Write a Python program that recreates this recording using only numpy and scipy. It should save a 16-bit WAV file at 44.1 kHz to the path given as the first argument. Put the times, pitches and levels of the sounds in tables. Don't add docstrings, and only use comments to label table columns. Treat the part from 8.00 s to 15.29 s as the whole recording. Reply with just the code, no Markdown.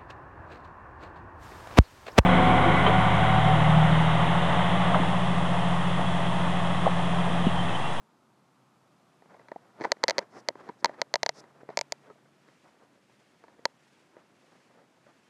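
import sys
import numpy as np
from scipy import signal
from scipy.fft import rfft, irfft, next_fast_len
from scipy.io import wavfile

SR = 44100
rng = np.random.default_rng(int(sys.argv[2]) if len(sys.argv) > 2 else 0)


def generate_wav(sig):
    pcm = np.round(np.clip(np.atleast_2d(sig).T, -1, 1) * 32767).astype(np.int16)
    wavfile.write(sys.argv[1], SR, pcm)


N = 321489
HIT_SAMPLES, LEAD_SAMPLES = 2048, 256

# start_s, strength_db, tilt_db_per_octave, panel_semitones, panel_db, hollow_db
SEAM_SLIPS = [(1.9188, 6, -.3, 0, 0, -2), (2.0382, 3, 0, -3.5, 0.5, 4.5), (2.082, 0, 0.4, 1, 0, -4),
              (2.0874, -0.5, -1.8, -0.8, 1.5, -2), (2.0971, -2.5, 0.5, -0.5, 3, -0.5),
              (2.1079, -1.7, -.4, 0.5, 0.5, -1), (2.1822, 1.5, -0.5, -1.5, 2.5, 3.5),
              (2.1895, -1.5, -1.5, -1.5, -1, 0), (2.4868, 1, 0, -.5, 2.5, 1.5),
              (2.8456, 3.5, .2, -1.5, -3, 10.5), (2.8574, 0.5, -2, 0.5, -4, 4),
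              (3.0166, 1.5, -0.45, -0.1, -0.5, 1.5), (3.1401, 2.5, -0.44, 1, -1.5, -0.5),
              (3.1566, -1, -.6, 1, 0.5, 0.5), (3.2316, 1, -0.1, 2, 1, 1), (3.2627, 1, -0.5, 2, -0.5, -0.5),
              (3.292, 0, -0.3, 2, -0.5, -3), (3.773, 0, 0, .5, 1, 1), (3.79, -7, .8, 1, 2, 0),
              (3.812, -8.5, 2.05, 0, 2, 2), (3.9223, -8.5, 2.4, 1, 3, 2),
              (5.6544, 2.5, -.2, -0.5, -.5, 2.5)]
# freq_hz, gain_db
HARD_CONTACT = [(100, -6), (230, -4), (450, -1.5), (1000, 1.3), (2000, -2.5), (4800, -0.13), (11000, -.5)]


def seam_slips():
    return shell_hits(SEAM_SLIPS, HARD_CONTACT, crunch=0.27, crunch_s=0.0014, damping=1.02, rebound=0.26)


# start_s, strength_db, tilt_db_per_octave, panel_db
FINGER_BUMPS = [(1.222, -29, 0, 1), (1.258, -31.5, -3.5, 0.5), (1.3438, -22, -1, 2), (1.366, -25, -1, 1),
                (1.395, -23, -0.5, -7), (1.485, -18, 2.3, -3), (1.5173, -10, -1, -2.5),
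                (1.5601, -19, -3.5, 1.5), (1.801, -16, -1, -1.5), (1.8098, -6, 0, 3),
                (1.8168, -6, 0.5, 0.5), (1.826, -18, 1, -5.5), (1.8395, -5.5, 3.5, 2.5),
                (1.8465, 0.5, 1, -8), (1.8505, 2, 1, -2), (1.8545, -6, -1, 0), (1.872, -23, -1.5, -1),
                (1.9684, -25, .8, -3), (2.0328, -3, 1.5, -3), (2.503, -20.5, -2.5, 2.5),
                (2.555, -21, -0.5, 1.5), (2.69, -8, -1, -9), (2.695, -10, -3, -8), (2.826, -25, -3, 0),
                (2.894, -14, -0.5, 0.5), (3.44, -23, -0.5, -6), (3.632, -29, -6.5, 0.5),
                (3.69, -12.5, -1.5, 3), (3.702, -17, 1, 2), (4.101, -20.5, -1.5, 0), (4.157, -32, -2, 1),
                (4.487, -27, 1, -6), (5.439, -19, -.7, -3), (5.482, -20.5, -0.5, -8.5),
                (5.592, -30.5, -2, 1), (6.167, -25, -2, 0), (7.067, -31, -.5, 0.5)]
# freq_hz, gain_db
SOFT_CONTACT = [(230, 6.5), (550, -.5), (1000, 0.5), (2000, -11), (4800, -27)]
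WALK_START_S = 1.2


def finger_bumps(load_semitones, spread_semitones):
    touches = list(FINGER_BUMPS) + faint_taps(taps_per_s=2, strength_db=-39, spread_db=1)
    shifts = load_semitones + spread_semitones * rng.standard_normal(len(touches))
    hits = [(start_s, strength_db, tilt, shift, panel_db, 0)
            for (start_s, strength_db, tilt, panel_db), shift in zip(touches, shifts)]
    return shell_hits(hits, SOFT_CONTACT, crunch=1.0, crunch_s=0.0033, damping=1.1, rebound=0)


def faint_taps(taps_per_s, strength_db, spread_db, tilt_db_per_octave=-1.5, panel_db=-1, count=40):
    starts_s = WALK_START_S + np.cumsum(rng.exponential(1 / taps_per_s, count))
    strengths_db = strength_db + spread_db * rng.standard_normal(count)
    return [(s, db, tilt_db_per_octave, panel_db) for s, db in zip(starts_s, strengths_db) if s < N / SR]


def shell_hits(hits, colour, crunch, crunch_s, damping, rebound):
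    t = np.arange(HIT_SAMPLES) / SR
    fade = signal.windows.tukey(HIT_SAMPLES, 1 / 8)
    case_node = signal.iirnotch(2913, Q=16.5, fs=SR)
    jolt = t == 0
    out = np.zeros(N + HIT_SAMPLES)
    for start_s, strength_db, tilt, panel_semitones, panel_db, hollow_db in hits:
        grit = rng.standard_normal(HIT_SAMPLES) * np.exp(-t / crunch_s)
        force = (jolt + crunch * grit / np.linalg.norm(grit)) / np.hypot(1, crunch)
        squeezed = 3.75 < start_s < 3.95
        wall_semitones = 1.34 if squeezed else -0.26
        modes = shell_ring(panel_semitones, wall_semitones, damping, panel_db, hollow_db)
        ring = signal.fftconvolve(spring_back(force, rebound), modes)[:HIT_SAMPLES]
        if not squeezed:
            ring = signal.lfilter(*case_node, ring)
        start = round(start_s * SR) - LEAD_SAMPLES
        out[start:start + HIT_SAMPLES] += fade * coloured(ring, contact_colour(colour, strength_db, tilt))
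    return out[:N]


# pitch_hz, level_db, t60_s, polarity
SHELL_MODES = [(419, -27.5, 0.026, 1), (557, -17, 0.017, 1), (677, -16.0, 0.016, -1),
               (931, -22.5, 0.019, 1), (1220, -34.5, 0.008, 1), (1509, -30, 0.0087, 1),
               (2052, -12, 0.0069, -1), (3144, -20, 0.0046, 1), (4416, -9, 0.0035, -1),
               (6320, -11.5, 0.0017, 1), (7994, -30, 0.0032, -1), (11300, -32.5, 0.0019, 1),
               (13852, -36.5, 0.0022, 1)]


def shell_ring(panel_semitones, wall_semitones, damping, panel_db, hollow_db):
    pitch_hz, level_db, t60_s, polarity = np.transpose(SHELL_MODES)
    panel, wall = pitch_hz < 800, pitch_hz > 1200
    hollow = ~panel & ~wall
    t = np.maximum(np.arange(HIT_SAMPLES) - LEAD_SAMPLES, 0)[:, None] / SR
    tuned_hz = pitch_hz * 2 ** ((panel * panel_semitones + wall * wall_semitones) / 12)
    gain = np.sign(polarity) * from_db(level_db + panel * panel_db + hollow * hollow_db)
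    decay = np.exp(-np.log(1000) * t / t60_s * np.where(panel, damping, 1))
    return (gain * decay * np.sin(2 * np.pi * tuned_hz * t)).sum(axis=1)


def spring_back(force, share, delay_s=0.002578, smear_s=0.00015):
    pole = np.exp(-1 / (smear_s * SR))
    smeared = signal.lfilter([1 - pole], [1, -pole], force)
    n = np.arange(len(force))
    return force - share * np.interp(n - delay_s * SR, n, smeared, left=0)


def contact_colour(colour, strength_db, tilt_db_per_octave, pivot_hz=1000):
    hz, db = np.transpose(colour)
    return np.column_stack([hz, db + strength_db + tilt_db_per_octave * np.log2(hz / pivot_hz)])


# peak_s, level_db, length_s
GRIP_SHIFTS = [(1.323, -55.5, 0.038), (1.412, -61, 0.083), (1.53, -61, 0.085), (1.846, -44, 0.081),
               (1.912, -51, 0.026), (2.036, -56, 0.077), (2.15, -49.5, 0.052), (2.207, -48.5, 0.075),
               (2.374, -47.5, 0.066), (2.483, -52.5, 0.035), (2.602, -49, 0.03), (2.676, -50, .08),
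               (2.887, -48.5, .06), (2.947, -55.5, 0.03), (3.001, -50.5, 0.059), (3.39, -49.5, 0.057),
               (3.477, -58.5, .07), (3.607, -57, .06), (3.72, -52.5, .06), (4.072, -56, .1),
               (4.49, -62, 0.076), (4.674, -60, 0.077), (4.836, -62.5, 0.13), (5.519, -60, 0.13),
               (6.195, -60, 0.12), (6.544, -61, 0.073), (6.794, -61, 0.11), (7.1, -60, 0.067)]


def grip_shifts(edge_db, rise_share):
    gain = np.zeros(N)
    for peak_s, level_db, length_s in GRIP_SHIFTS:
        offset = (np.arange(N) / SR - peak_s) / length_s
        side_share = np.where(offset < 0, rise_share, 1 - rise_share)
        distance = np.minimum(np.abs(offset) / side_share, 10)
        gain += from_db(level_db - edge_db * distance ** 1.48)
    return gain


# time_s, level_db
GRIP_LEVEL = [(0, -75), (1.15, -88), (1.3, -67.5), (2, -63.5), (3.3, -64), (4.3, -68), (7.29, -67)]
# freq_hz, density_db
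RUB_SPECTRUM = [(60, -26.5), (130, -6.5), (300, 2), (550, 2), (900, -1), (1250, -4.5), (1900, -9),
                (2900, -25), (5000, -28.5), (12000, -49)]


def rubbing(rub_gain, grains_per_s, grain_db, patchy_db):
    sizes = from_db(grain_db * np.minimum(rng.exponential(1, N), 4))
    signs = rng.choice([-1, 1], N)
    grains = unit_rms(sizes * signs * (rng.random(N) < grains_per_s / SR))
    friction = (grains + rng.standard_normal(N)) * from_db(patchy_db * drift(rate_hz=70))
    grip_db, = curves(GRIP_LEVEL)
    return np.hypot(from_db(grip_db), rub_gain) * unit_rms(coloured(friction, RUB_SPECTRUM))


# start_s, end_s, end_level_db
FINGER_SWIPES = [(1.806, 1.853, -55.5), (2.305, 2.407, -60.5), (2.784, 2.812, -65), (3.338, 3.406, -53)]
# freq_hz, density_db
SWIPE_SPECTRUM = [(3000, -17), (4400, -4), (5300, 1.5), (6500, -6), (8500, -13), (11500, -21), (14000, -37)]


def swipes(swell_db, edge_s):
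    t = np.arange(N) / SR
    gain = np.zeros(N)
    for start_s, end_s, end_level_db in FINGER_SWIPES:
        progress = np.clip((t - start_s) / (end_s - start_s), 0, 1)
        touching = np.clip(np.minimum(t - start_s, end_s - t) / edge_s + 0.5, 0, 1)
        gain += touching * from_db(end_level_db - swell_db * (1 - progress))
    return gain * noise(SWIPE_SPECTRUM)


SQUEAK_HARMONICS = [-46.5, -67, -54, -64]


def squeak(peak_s, length_s, pitch_hz, sag_hz_per_s):
    t = np.arange(N) / SR - peak_s
    envelope = np.cos(np.pi * np.clip(t / length_s, -0.5, 0.5)) ** 2
    phase = 2 * np.pi * (pitch_hz * t - sag_hz_per_s * t ** 2 / 2)
    return envelope * sum(from_db(db) * np.sin(k * phase) for k, db in enumerate(SQUEAK_HARMONICS, 1))


# time_s, level_db
CLOTH_LEVEL = [(0, -84.5), (1.2, -75), (3.4, -75.5), (4.5, -71.5), (5.3, -73), (6, -70.5), (7.29, -72)]
# freq_hz, density_db
CLOTH_SPECTRUM = [(400, -14.5), (1500, 5.5), (2800, 4), (3700, -2), (5000, -3), (7000, -6), (9500, -10.5),
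                  (12000, -20.5), (15000, -28.5)]


def cloth_rustle(rub_gain, sleeve_db, first_swish_s, step_s, swish_db, patchy_db):
    t = np.arange(N) / SR
    walking = np.clip(t / WALK_START_S - 1, 0, 1)
    stride = walking * np.cos(2 * np.pi * (t - first_swish_s) / step_s)
    mean_db, = curves(CLOTH_LEVEL)
    gain = np.hypot(from_db(mean_db + swish_db * stride), from_db(sleeve_db) * rub_gain)
    hiss = noise(CLOTH_SPECTRUM) * from_db(patchy_db * drift(rate_hz=60))
    return gain * unit_rms(hiss)


# time_s, murmur_db, air_db
ROOM_LEVELS = [(0, -67.5, -69), (1.2, -67, -67.5), (3.9, -68, -77.5), (4.3, -68, -87), (7.29, -69.5, -93)]
# freq_hz, density_db
ROOM_SPECTRUM = [(15, -66), (25, -35.5), (59, -35.5), (78, -14.5), (123, -0.5), (217, 1), (394, -4.5),
                 (451, -22.5), (641, -20.5), (695, -19), (796, -17.5), (1290, -16.5), (2000, -19),
                 (12900, -30.5), (16000, -51)]
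# freq_hz, density_db
AIR_SPECTRUM = [(200, -25), (450, -1), (800, 0.5), (1300, -1), (1900, -20.5), (4000, -37.5)]


def room_tone():
    murmur_db, air_db = curves(ROOM_LEVELS)
    return from_db(murmur_db) * noise(ROOM_SPECTRUM) + from_db(air_db) * noise(AIR_SPECTRUM)


# time_s, pitch_hz, level_db
BUILDING_DRONE = [(0, 140.5, -85), (0.7, 128, -74), (1.1, 121.9, -77.5), (2.7, 124.4, -74.5),
                  (3.05, 139, -71), (3.9, 141.1, -69), (4.4, 142.6, -73.5), (5.2, 143.8, -95.5),
                  (7.29, 144, -87)]


def drone():
    pitch_hz, level_db = curves(BUILDING_DRONE)
    return np.sqrt(2) * from_db(level_db) * np.sin(2 * np.pi * np.cumsum(pitch_hz) / SR)


def from_db(db):
    return 10 ** (np.asarray(db) / 20)


def unit_rms(x):
    return x / np.sqrt(np.mean(x ** 2) + 1e-20)


def curves(rows):
    time_s, *columns = np.transpose(rows)
    return [np.interp(np.arange(N) / SR, time_s, column) for column in columns]


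def coloured(x, spectrum):
    hz, db = np.transpose(spectrum)
    size = next_fast_len(len(x))
    bins_hz = np.maximum(np.fft.rfftfreq(size, 1 / SR), 1)
    gain = from_db(np.interp(np.log(bins_hz), np.log(hz), db))
    return irfft(rfft(x, size) * gain, size)[:len(x)]


def noise(spectrum):
    return unit_rms(coloured(rng.standard_normal(N), spectrum))


def drift(rate_hz):
    knots = rng.standard_normal(4000)
    return np.interp(np.arange(N) / SR * rate_hz, np.arange(len(knots)), knots)


def scene():
    rub_gain = grip_shifts(edge_db=7.5, rise_share=0.57)
    hand = rubbing(rub_gain, grains_per_s=2500, grain_db=2.5, patchy_db=2.53)
    cloth = cloth_rustle(rub_gain, sleeve_db=-23.5, first_swish_s=1.35, step_s=0.65,
                         swish_db=2.5, patchy_db=1.34)
    fingertip = swipes(swell_db=15, edge_s=0.0069)
    fingertip += squeak(peak_s=4.108, length_s=0.036, pitch_hz=425, sag_hz_per_s=1300)
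    background = room_tone() + drone()
    knocks = seam_slips() + finger_bumps(load_semitones=-0.66, spread_semitones=2.0)
    bass_cut = signal.butter(3, 144, "high", fs=SR, output="sos")
    return (signal.sosfilt(bass_cut, knocks) + hand + fingertip + cloth + background)[None]


# freq_hz, gain_db
MIC_RESPONSE = [(100, -1.5), (160, -0.5), (2550, -0.5), (2880, -1.5), (3200, 0), (8000, -0.5), (9000, -2),
                (10000, -1), (14200, -6), (16000, -15)]


def record(dry):
    heard = coloured(np.tanh(dry[0]), MIC_RESPONSE)
    treble_cut = signal.ellip(10, 0.1, 80, 16500, fs=SR, output="sos")
    return signal.sosfilt(treble_cut, heard)[None]


dry = scene()
out = record(dry)
generate_wav(out)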